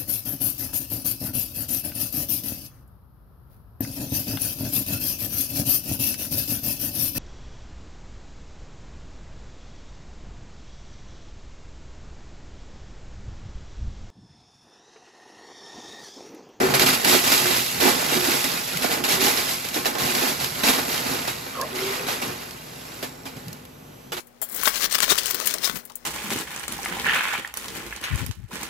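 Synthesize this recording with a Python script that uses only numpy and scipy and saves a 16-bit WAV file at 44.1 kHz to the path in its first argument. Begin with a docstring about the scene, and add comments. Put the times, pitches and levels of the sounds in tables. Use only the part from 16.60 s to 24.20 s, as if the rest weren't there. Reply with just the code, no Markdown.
"""Wet ice cubes rattle as a paddle stirs them in the steel hopper (feed bin) of a packing machine.
The rattle is thousands of tiny touches; clumps break loose, thud on the wall and set the steel ringing.
Ice wedged under the paddle sticks and slips, so the steel groans and squeaks. Later a measuring cup
scrapes and empties, and only stray cubes knock. The geared motor hums and whines underneath.
The microphone hangs over the hopper, then moves down beside it."""
import sys
import numpy as np
from scipy import signal
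from scipy.fft import rfft, irfft, next_fast_len
from scipy.io import wavfile
from scipy.ndimage import uniform_filter1d

SR = 44100
rng = np.random.default_rng(int(sys.argv[2]) if len(sys.argv) > 2 else 0)


def transcribe(signal):
    """Save signal, clipped to [-1, 1], as a 16-bit WAV file at the path in sys.argv[1]."""
    frames = np.atleast_2d(signal).T
    limited = np.clip(frames, -1, 1)
    pcm = np.round(limited * 32767).astype(np.int16)
    wavfile.write(sys.argv[1], SR, pcm)


N = 335160
TIME = np.arange(N) / SR
FFT_SIZE = next_fast_len(N + SR, real=True)
HZ = np.maximum(np.arange(FFT_SIZE // 2 + 1) * SR / FFT_SIZE, 1)


def from_db(db):
    """Turn decibels into a number to multiply by."""
    return 10 ** (np.asarray(db) / 20)


def rms_one(x):
    """Scale a signal to an average power of 1."""
    return x / np.sqrt(np.mean(x ** 2) + 1e-20)


def energy_one(x):
    """Scale each row to a total energy of 1."""
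    return x / np.sqrt(np.sum(x ** 2, axis=-1, keepdims=True) + 1e-20)


def add(track, start_s, piece):
    """Mix a short sound into a track."""
    at = max(int(start_s * SR), 0)
    track[..., at:at + piece.shape[-1]] += piece[..., :N - at]


def over_time(rows):
    """Join a table's points into one curve over time for each value column."""
    times, *columns = np.transpose(rows)
    return [np.interp(TIME, times, column) for column in columns]


def over_hz(points):
    """Join a table's points into a curve from bass to treble."""
    hz, value = np.transpose(points)
    return np.interp(np.log(HZ), np.log(hz), value)


def coloured(x, colour):
    """Give a sound a colour: its own mix of bass, middle and treble."""
    return irfft(rfft(x, FFT_SIZE) * rms_one(from_db(over_hz(colour))), FFT_SIZE)[..., :N]


def drift(rate_hz):
    """A smooth random wobble with a typical size of 1."""
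    spectrum = rfft(rng.standard_normal(FFT_SIZE)) / (1 + (HZ / rate_hz) ** 2)
    return rms_one(irfft(spectrum, FFT_SIZE)[:N])


def dying(t, fade_s):
    """A fade that drops 60 dB in fade_s; all fade times here mean this."""
    return np.exp(-np.log(1000) * t / np.maximum(fade_s, 1e-4))


def swell(length_s):
    """One rounded rise and fall."""
    return np.sin(np.pi * np.arange(int(length_s * SR)) / SR / length_s)


def bursts(times, levels_db, fade_s, rise_s=0.0009, hold_s=0.0038):
    """The strength of sudden bursts that hold for a moment and die away."""
    power, t = np.zeros(N), TIME[:SR // 2]
    shape = np.clip(t / rise_s, 0, 1) * dying(np.maximum(t - hold_s, 0), fade_s)
    for start, level_db in zip(times, levels_db):
        add(power, start, (from_db(level_db) * shape) ** 2)
    return np.sqrt(power)


def contacts(per_s, spread_db, even_s):
    """Random clicks of mixed strength, their power evened out over stretches of even_s."""
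    sizes = from_db(spread_db * np.minimum(rng.exponential(1, N), 5)) * rng.choice([-1, 1], N)
    clicks = sizes * (rng.random(N) < per_s / SR)
    local_power = uniform_filter1d(clicks ** 2, int(even_s * SR))
    return clicks / np.sqrt(np.maximum(local_power, 1e-4))


def echoes(t, fade_s):
    """Crowded echoes between steel walls: two channels of fading noise."""
    return energy_one(rng.standard_normal((2, len(t))) * dying(t, fade_s))


def play_clicks(clicks, sounds):
    """Each click sets off one of the sounds, picked by chance."""
    out, pick = np.zeros((2, N)), rng.integers(0, len(sounds), N)
    for at in np.flatnonzero(clicks):
        add(out, at / SR, clicks[at] * sounds[pick[at]])
    return out


def ringing(clicks, notes):
    """A struck object rings at its own notes; each blow wakes each note by a random amount."""
    out, at, luck = 0, np.flatnonzero(clicks), rng.standard_normal((2, N))
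    for k, (hz, level_db, fade_s) in enumerate(notes):
        decay, angle = dying(1 / SR, fade_s), 2 * np.pi * hz / SR
        blows = np.full((2, N), 1e-18)
        blows[:, at] = clicks[at] * luck[:, at - k]
        gain = from_db(level_db) * np.sqrt((1 - decay ** 2) / 2)
        out = out + signal.lfilter([gain, 0, -gain], [1, -2 * decay * np.cos(angle), decay ** 2], blows)
    return out


def cubes(clicks, crack_s, ring_cycles, ring_db, echo_s, echo_db, count):
    """Each click hits one of many different-sized cubes: a crack, a glassy ring and echoes."""
    t, sounds = TIME[:SR // 10], []
    for lowest_hz in np.geomspace(1900, 7000, count):
        hz = lowest_hz * np.array([1, rng.uniform(1.312, 1.9), rng.uniform(1.83, 2.26)])[:, None]
        notes = np.sin(2 * np.pi * hz * t) * dying(t, ring_cycles / hz)
        ring = from_db(ring_db) * energy_one(rng.normal(size=(2, len(hz))) @ notes)
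        crack = echoes(t, crack_s)
        sounds.append(energy_one(crack + ring + from_db(echo_db) * echoes(t, echo_s)))
    return play_clicks(clicks, sounds)


# Steady stirring, dying down as the heap settles: (time [s], rattle [dB], drumming on the wall [dB])
STIR_LEVELS = [(0, -23.5, -22.5), (.12, -30, -32), (.385, -29.5, -36.5), (.62, -25.5, -39.5),
               (.97, -24, -35.5), (1.05, -26.5, -50), (1.16, -29.5, -41), (1.4, -26.5, -34),
               (1.8, -26, -40), (1.97, -29, -38.5), (2.06, -31.5, -49), (2.19, -30.5, -41.5),
               (2.42, -38.5, -36.5), (2.78, -26, -37), (3.05, -35, -48.5), (3.33, -35.5, -37.5),
               (3.92, -33.5, -46.5), (4.0, -30.5, -38.5), (4.6, -30.5, -40), (4.82, -36, -48),
               (5.1, -37.5, -42.5), (5.42, -33.5, -42), (5.8, -38.5, -47), (6.0, -43.5, -52.5),
               (6.4, -41.5, -47.5), (6.57, -50, -52), (7.0, -52, -59), (7.12, -59, -59)]


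def stirring():
    """How strongly the ice flows and presses on the wall, and the motor's load around its average."""
    rattle_db, drum_db = over_time(STIR_LEVELS)
    flow, press = np.hypot(from_db([rattle_db, drum_db]), heaves())
    return flow, press, rattle_db - rattle_db.mean()


def cube_touches(flow):
    """The faster the heap moves, the more often and the harder its cubes touch."""
    per_s = 2000 * np.sqrt(flow / flow.max()) + 400
    return from_db(0.88) * flow * contacts(per_s, spread_db=1.5, even_s=0.02)


# The colour of rattling ice: (frequency [Hz], level [dB])
RATTLE_COLOUR = [(200, -12), (600, 1), (1100, 5), (1700, 2), (2500, -3), (3200, -5.5), (5200, -6.5),
                 (6600, -6.5), (10000, -5), (14000, -7), (16000, -8)]


def rattle(clicks):
    """Many small touches and their echoes blur into a rattle."""
    ice = cubes(clicks, crack_s=0.0022, ring_cycles=320, ring_db=5, echo_s=0.15, echo_db=8.5, count=90)
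    return coloured(ice, RATTLE_COLOUR)


# The colour of a hard hit on ice: (frequency [Hz], level [dB])
HARD_HIT_COLOUR = [(200, -22), (700, -9), (1500, 5.5), (2700, 0), (5200, -4), (7000, -7), (12000, -9.5),
                   (16000, -4)]


def knocks(flow):
    """Cubes on top of the heap knock together, hard and dry."""
    clicks = from_db(-9.5) * flow * contacts(per_s=90, spread_db=-1, even_s=0.066)
    ice = cubes(clicks, crack_s=0.008, ring_cycles=60, ring_db=-1, echo_s=0.06, echo_db=-2, count=120)
    return coloured(ice, HARD_HIT_COLOUR)


def thinned(ice, weight_db, below_db=-8.5, body_hz=2040):
    """With little weight behind them only small cubes trickle, so the rattle loses its low part."""
    body = irfft(rfft(ice, FFT_SIZE) / (1 + (HZ / body_hz) ** 4), FFT_SIZE)[:, :N]
    body_gain = from_db(0.58 * np.minimum(weight_db - below_db, 0))
    return ice + body * (body_gain - 1)


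# Notes shared by cubes from one mould: (pitch [Hz], level [dB], fade time [s])
CUBE_NOTES = [(2330, -3.5, .05), (2688, -2.5, 0.037), (3075, -3, 0.028), (3365, -3.5, .025),
              (3860, 1, 0.038), (4280, -3, 0.027), (4730, -2, 0.034), (5135, -2.5, 0.027),
              (5330, -6, 0.034)]


def clinks(flow, falling, size_spread=0.03):
    """A cube that bounces clear rings briefly; its size shifts its notes a little."""
    bouncing = np.hypot(from_db(-7) * falling, from_db(-11) * flow)
    clicks = bouncing * contacts(per_s=220, spread_db=0.5, even_s=0.03)
    hz, level_db, fade_s = np.transpose(CUBE_NOTES)[:, :, None]
    t, sounds = TIME[:SR // 16], []
    for _ in range(60):
        own_hz = hz * (1 + size_spread * rng.standard_normal())
        notes = from_db(level_db) * np.sin(2 * np.pi * own_hz * t) * dying(t, fade_s)
        weights = rng.standard_normal((2, len(hz))) * rng.exponential(1, len(hz))  # a few stand out
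        sounds.append(energy_one(weights @ notes))
    return play_clicks(clicks, sounds)


# The colour of the wall with ice leaning on it: (frequency [Hz], level [dB])
DULL_WALL_COLOUR = [(90, -23), (180, -12.5), (238, 2.5), (268, 4.5), (320, -10.5), (420, -20), (800, -7),
                    (1200, -15.5), (2000, -25.5), (5000, -78), (16000, -57)]


def wall_drumming(press, thuds):
    """The heap deadens the wall, so each blow gives a dull knock that differs from spot to spot."""
    drumming = from_db(-1) * press * contacts(per_s=450, spread_db=5.5, even_s=0.033)
    spots = [echoes(TIME[:SR // 10], fade_s=0.043) for _ in range(40)]
    return coloured(play_clicks(drumming + thuds, spots), DULL_WALL_COLOUR)


# Notes of the steel hopper: (pitch [Hz], level [dB], fade time [s])
HOPPER_NOTES = [(321.5, -8, 0.13), (361.2, -5.5, 0.24), (385, -8, 0.083), (463.5, -1, 0.038),
                (599.5, -3, 0.024), (711, -4, 0.043), (842, -7, 0.17), (1061, -11, 0.38), (1240, -12, 0.11),
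                (1436, -7.5, 0.082), (1556, -9, 0.093), (1756, -6.5, 0.066), (2000, -10, 0.06),
                (2333, -14.5, 0.16)]


def hopper_clang(press, touches, blows):
    """Bare steel rings on when ice presses, rattles or falls against it."""
    clanging = from_db(-2.5) * press * contacts(per_s=700, spread_db=2.5, even_s=0.037)
    return ringing(clanging + blows + from_db(-20) * touches, HOPPER_NOTES)


# Ice and the cup's gate sticking and slipping on steel:
# (time [s], length [s], pitch [Hz], level [dB], wobble [share of pitch], pitch rise [Hz/s])
SLIPS = [(0.0, 0.079, 379, -19.5, 0.0067, -4), (0.066, 0.19, 385, -28, 0.034, 0),
         (0.01, 0.15, 490, -31, 0.06, 2), (0.199, 0.15, 365.7, -28, 0.01, -2),
         (0.482, 0.13, 363, -24, 0.0096, -9), (0.823, 0.11, 364, -32.5, 0.01, -5),
         (1.204, 0.11, 361.5, -24, 0.013, -2), (1.519, 0.16, 362.5, -28, 0.017, -2),
         (2.127, 0.027, 1375, -33, 0.022, -3), (2.25, 0.05, 1370, -35, 0.04, 0),
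         (2.477, 0.28, 380, -30.5, 0.027, 4), (2.643, 0.09, 834, -31, 0.0056, -2),
         (4.932, 0.066, 1140, -34.5, 0.1, 0), (4.975, 0.081, 1040, -27.5, 0.053, 197),
         (4.956, 0.13, 448, -33.5, 0.12, 1200), (5.011, 0.023, 1645, -30, 0.032, 0),
         (5.115, 0.081, 383, -30.5, 0.03, -200), (5.169, 0.19, 385, -28, 0.02, 62),
         (5.22, 0.34, 510, -41, 0.02, -2), (5.326, 0.24, 410, -38, 0.053, 2)]


def groans(rough_db=3, overtone_db=-39):
    """Sticking and slipping makes a panel sing; the more its pitch wobbles, the more it rasps."""
    out, wobble, rasp = np.zeros(N), drift(rate_hz=81), drift(rate_hz=170)
    grip = from_db(rough_db * drift(rate_hz=56))
    for start, length, hz, level_db, unsteady, rise in SLIPS:
        shape = swell(length)
        age, now = TIME[:len(shape)], int(start * SR) + np.arange(len(shape))
        pitch = (hz + rise * age) * (1 + unsteady * wobble[now])
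        phase = 2 * np.pi * np.cumsum(pitch) / SR
        tone = np.sin(phase) + from_db(overtone_db) * np.sin(2 * phase)
        rasping = 7.4 * unsteady * rasp[now] * np.cos(phase)
        add(out, start, from_db(level_db) * shape * (tone + rasping))
    return out * grip


# The frame shudders as the paddle struggles: (time [s], length [s], level [dB])
FRAME_SHUDDERS = [(0, 0.39, -32), (1.148, 0.11, -35.5), (2.107, 0.099, -36.5), (2.52, 0.063, -34),
                  (3.398, 0.086, -31.5), (4.186, 0.052, -35), (4.462, 0.071, -42), (5.61, 0.16, -42),
                  (6.762, 0.024, -33), (6.84, 0.12, -36)]
# The colour of the shaking frame: (frequency [Hz], level [dB])
FRAME_COLOUR = [(15, -27), (35, -34), (58, -22), (80, 5), (95, -8), (125, 10), (160, 6.5), (210, 2),
                (400, -64), (2000, -60)]


def frame_rumble(load_db):
    """The machine's frame rumbles more as the load grows, and shudders now and then."""
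    power = from_db(-48.5 + 0.71 * load_db + 2 * drift(rate_hz=7.3)) ** 2
    for start, length, level_db in FRAME_SHUDDERS:
        add(power, start, (from_db(level_db) * swell(length)) ** 2)
    return np.sqrt(power) * coloured(rng.standard_normal((2, N)), FRAME_COLOUR)


# The colour of the cooling fan's rush of air: (frequency [Hz], level [dB])
AIR_COLOUR = [(40, -14), (150, 4.5), (270, -4.5), (450, -4), (800, -11), (1200, -12.5), (1700, -19),
              (3000, -18.5), (4500, -24), (8000, -25), (16000, -24)]
# The motor's hum and the whine of its drive: (pitch [Hz], level [dB], start time [s], waver [Hz])
MOTOR_TONES = [(58, -60.5, -7, 3.2), (249.4, -53.5, -1.5, 4), (5960, -64, 7.05, 140),
               (8020, -67, 7.05, 130), (11150, -73, 7.05, 120), (11850, -66, 4, 25),
               (12199, -66, 7.05, 7.3)]


def motor(fan_db=-45.5):
    """The motor hums and whines in wavering tones over the rush of its fan."""
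    out = from_db(fan_db) * coloured(rng.standard_normal((2, N)), AIR_COLOUR)
    for hz, level_db, start, waver_hz in MOTOR_TONES:
        phase = 2 * np.pi * np.cumsum(hz + waver_hz * drift(rate_hz=38.7)) / SR
        fade_in = np.clip((TIME - start) / 0.041, 0, 1)
        out[0] += from_db(level_db) * np.sqrt(2) * np.sin(phase) * fade_in
    return out


# A clump of cubes breaks loose and lands: (time [s], rattle [dB], wall thud [dB], steel clang [dB])
FALLING_CLUMPS = [(0.099, -27.5, -42, -26.5), (0.139, -15.5, -42, -24), (0.195, -17, -46, -26),
                  (0.216, -17.5, -24.5, -25), (0.262, -15.5, -36, -30.5), (0.288, -19, -33, -41),
                  (0.329, -20, -50, -38), (0.445, -21.5, -24, -28.5), (0.534, -41, -29, -25.5),
                  (0.666, -26, -30, -48), (0.719, -16.5, -30, -29), (0.857, -22, -38, -34),
                  (0.906, -23.5, -52, -28), (0.963, -24, -54, -39), (1.212, -41, -39, -35),
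                  (1.262, -38, -20.5, -26), (1.56, -30, -27.5, -37), (1.842, -26.5, -34, -47),
                  (2.075, -32, -52, -40), (2.133, -43, -42, -39), (2.373, -35, -43, -31),
                  (2.439, -21.5, -32.5, -48), (2.64, -25, -31, -29), (2.773, -24.5, -48, -34),
                  (3.044, -31.5, -54, -39), (3.162, -34, -34, -29), (3.256, -22.5, -30, -25),
                  (3.351, -48, -33, -31), (3.383, -30, -50, -38), (3.624, -29, -28.5, -33),
                  (4.034, -21, -24, -26), (4.086, -19.5, -25.5, -34), (4.18, -26.5, -28, -33),
                  (4.277, -38, -39, -39), (4.675, -25, -38, -32.5), (4.86, -46, -45, -38.5),
                  (5.484, -26, -46, -33), (5.617, -26, -43, -36.5), (5.814, -38, -54, -61),
                  (6.427, -30.5, -32.5, -33), (6.655, -35, -35, -46.5), (6.764, -43, -43, -50),
                  (7.52, -29, -53, -34), (7.568, -32.5, -43, -35.5)]


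def slumps():
    """Clumps fall: the strength of the fall, then its clicks on ice, deadened wall and bare steel."""
    times, rattle_db, thud_db, clang_db = np.transpose(FALLING_CLUMPS)
    falling = bursts(times, rattle_db, fade_s=0.15)
    thudding = bursts(times, thud_db, fade_s=0.2)
    clanging = bursts(times, clang_db, fade_s=0.092)
    on_ice = from_db(2) * falling * contacts(per_s=3000, spread_db=-2.5, even_s=0.0028)
    on_wall = from_db(1) * thudding * contacts(per_s=1500, spread_db=2, even_s=0.0069)
    on_steel = clanging * contacts(per_s=1500, spread_db=-0.5, even_s=0.0043)
    on_steel[(times * SR).astype(int)] += from_db(clang_db + 15.5)  # one hard blow leads the flurry
    return falling, on_ice, on_wall, on_steel


# A lone cube clacks on the heap: (time [s], level [dB], bass cut-off [Hz])
LONE_CUBES = [(0.196, -6.5, 1500), (0.4065, -20, 2500), (0.4474, -7, 1200), (1.422, -22, 2000),
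              (1.842, -11.5, 2000), (2.172, -12.5, 2500), (2.2227, -16, 1500), (3.0874, -15.5, 3500),
              (3.249, -17, 1000), (3.353, -20, 300), (3.384, -18, 3000), (3.551, -13, 1500),
              (3.845, -12.5, 1500), (5.013, -10, 4940), (5.909, -22.5, 3000), (6.428, -23, 400),
              (6.882, -23, 4000), (6.929, -21, 5000), (7.0517, -31.5, 2500)]


def landing_cracks():
    """A clump's first cubes, and lone cubes, land with one dry crack; a small cube has no bass."""
    cracks, t = np.zeros((2, N)), TIME[:SR // 10]
    for start, level_db, *_ in FALLING_CLUMPS:
        add(cracks, start, from_db(level_db + 21) * echoes(t, fade_s=0.019))
    for start, level_db, low_hz in LONE_CUBES:
        bass_cut = signal.butter(2, low_hz, "high", fs=SR, output="sos")
        clack = signal.sosfilt(bass_cut, echoes(t, fade_s=0.026))
        add(cracks, start, from_db(level_db + 15.5) * clack)
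    return coloured(cracks, HARD_HIT_COLOUR)


# A heavy lump hits the wall: (time [s], level [dB], pitch [Hz])
LUMP_HITS = [(0.216, -22, 373), (1.263, -13.5, 261), (1.565, -18, 360), (1.683, -15.5, 342),
             (2.643, -16, 264), (3.158, -19.5, 303), (3.254, -19, 260), (3.617, -20, 354),
             (4.054, -20, 274), (4.091, -25, 336), (4.504, -25, 269), (5.628, -25, 252), (6.767, -29, 252)]


def booms(rise_s=0.0071, overtone_ratio=1.73):
    """The wall rings hollow in two low notes; their pitch depends on the spot that is hit."""
    out, t = np.zeros(N), TIME[:SR // 2]
    shape = np.clip(t / rise_s, 0, 1) * dying(t, fade_s=0.13)
    for start, level_db, hz in LUMP_HITS:
        phase = 2 * np.pi * hz * t
        tone = np.sin(phase) + from_db(-14.5) * np.sin(overtone_ratio * phase)
        add(out, start, from_db(level_db - 3) * shape * tone)
    return out


# The paddle lifts the heap, or more ice pours on: (time [s], length [s], rattle [dB], drumming [dB])
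HEAP_PUSHES = [(0.459, 0.093, -18, -30), (0.626, 0.16, -23, -36), (1.192, 0.097, -20.5, -29.5),
               (1.499, 0.037, -25, -35), (1.625, 0.12, -26.5, -35), (2.212, 0.032, -25, -29.5),
               (2.292, 0.04, -25, -33), (2.472, 0.062, -21, -36), (2.593, 0.096, -21, -35),
               (2.869, 0.047, -27.5, -46), (3.128, 0.031, -26.5, -41), (3.384, 0.13, -26.5, -36.5),
               (3.53, 0.17, -26, -35), (3.785, 0.059, -28.5, -39), (4.044, 0.038, -19.5, -28.5),
               (4.12, 0.021, -24, -33), (4.272, 0.098, -28, -41), (4.446, 0.1, -30.5, -37.5),
               (5.135, 0.22, -29.5, -57), (5.458, 0.074, -28, -41.5), (5.627, 0.07, -35, -39),
               (6.673, 0.27, -50, -51.5)]


def heaves(rise_s=0.015, growth_db=0.5):
    """The extra strength of rattle and drumming as each push sets in, grows a little and runs out."""
    power, t = np.zeros((2, N)), TIME[:SR]
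    for start, length, rattle_db, drum_db in HEAP_PUSHES:
        build = np.clip(t / rise_s, 0, 1) * from_db(growth_db * np.minimum(t / length - 1, 0))
        shape = build * dying(np.maximum(t - length, 0), fade_s=0.28)
        add(power, start, (from_db([[rattle_db], [drum_db]]) * shape) ** 2)
    return np.sqrt(power)


# Notes of ice scraping the plate under the cup: (pitch [Hz], level [dB], fade time [s])
SCRAPE_NOTES = [(5560, -4, .025), (7400, -5, 0.013), (7620, -6, .012), (8150, -9, .012)]


def scrape(start_s=5.85, length_s=1.15):
    """The full cup drags its ice over the plate in tiny, bright slips."""
    drag = np.sin(np.pi * np.clip((TIME - start_s) / length_s, 0, 1))
    slips = contacts(per_s=900, spread_db=5, even_s=0.055)
    return from_db(-55) * drag * ringing(slips, SCRAPE_NOTES)


# The measuring cup clacks against its stop: (time [s], level [dB])
CUP_STOPS = [(6.429, -42), (7.523, -37), (7.573, -43)]
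# Notes of the cup: (pitch [Hz], level [dB], fade time [s])
CUP_NOTES = [(356, 2, .2), (864, -4, .18), (3000, 0, 0.11), (3448, 0, .14), (4718, -3, .12)]


def cup():
    """The steel cup rings briefly at each hit."""
    out, t = np.zeros(N), TIME[:SR // 2]
    ring = sum(from_db(db) * np.sin(2 * np.pi * hz * t) * dying(t, fade) for hz, db, fade in CUP_NOTES)
    for start, level_db in CUP_STOPS:
        add(out, start, from_db(level_db) * ring)
    return out


# The hopper as the microphone moves: (time [s], left minus right [dB], muffling of the ice [dB])
MICROPHONE_PATH = [(0, -0.5, 2), (.33, -6.5, -4.5), (.6, -10, -5), (3.6, -6.5, -5.5), (4.4, -7.5, -3),
                   (5.3, -1, 3), (6.2, -3, -3), (7.6, -4.5, -1.5)]


def moving_microphone(ice, corner_hz=1900):
    """The ice, duller when the wall hides it and brighter when not, and the hopper's left-right gains."""
    pan_db, muffle_db = over_time(MICROPHONE_PATH)
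    low = signal.sosfilt(signal.butter(1, corner_hz, fs=SR, output="sos"), ice)
    heard_ice = low * from_db(muffle_db) + (ice - low) * from_db(-muffle_db / 2)
    return heard_ice, from_db(pan_db * [[.5], [-.5]])


# How alike the microphone's two openings sound: (frequency [Hz], likeness [0-1])
SIDE_LIKENESS = [(60, 1), (170, 1), (400, 0.49), (750, 0.19), (1200, 0.1), (1900, 0.14), (2500, 0.56),
                 (6000, 0.44), (8000, 0.69), (9000, 1), (10300, 0.72), (12300, 0.63), (13700, 0.78),
                 (15000, 0.98)]
# Which opening is louder: (frequency [Hz], left minus right [dB])
SIDE_BALANCE = [(100, -1.5), (480, 4.5), (850, -2.5), (1300, 2), (2200, 0.5), (3200, -5.5), (5500, -4.5),
                (7500, -0.5), (15000, 0)]
# How far the left wave trails the right: (frequency [Hz], lag [radians])
SIDE_LAG = [(100, 0), (260, .35), (450, .9), (700, 2.8), (1300, 3.2), (2400, 6.3), (3100, 7), (4300, 6.7),
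            (5500, 7.4), (6800, 6.2), (8800, 3.25), (9400, 3.05), (11700, .1), (13000, -.2), (14900, -3.1)]


def stereo(sound):
    """Row 0 reaches both openings alike, row 1 with opposite signs; each side has its level and lag."""
    shared, opposed = rfft(sound, FFT_SIZE)
    alike = np.clip(over_hz(SIDE_LIKENESS), 0, .99)
    pair = np.sqrt((1 + alike) / 2) * shared + np.sqrt((1 - alike) / 2) * opposed * [[1], [-1]]
    balance = from_db(over_hz(SIDE_BALANCE) * [[.5], [-.5]])
    lag = np.exp(-1j * over_hz(SIDE_LAG) * [[.5], [-.5]])
    return irfft(pair * balance * lag, FFT_SIZE)[:, :N]


def scene():
    """Mix the rattling ice, the drumming and groaning hopper, the motor and the cup."""
    flow, press, load_db = stirring()
    touches = cube_touches(flow)
    falling, on_ice, on_wall, on_steel = slumps()
    ice = rattle(touches + on_ice) + knocks(flow)
    ice = thinned(ice, weight_db=20 * np.log10(press / flow))
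    ice, pan = moving_microphone(ice + clinks(flow, falling) + landing_cracks())
    hopper = wall_drumming(press, on_wall) + hopper_clang(press, touches, on_steel)
    steel = stereo(hopper) + groans() + booms() + cup()
    machine = frame_rumble(load_db) + motor()
    return stereo(ice + machine + scrape()) + pan * steel


def record(dry):
    """Cut the very highest treble steeply, above 15700 Hz."""
    return signal.sosfilt(signal.ellip(12, .1, 90, 15700, fs=SR, output="sos"), dry)


dry = scene()
out = record(dry)
transcribe(out)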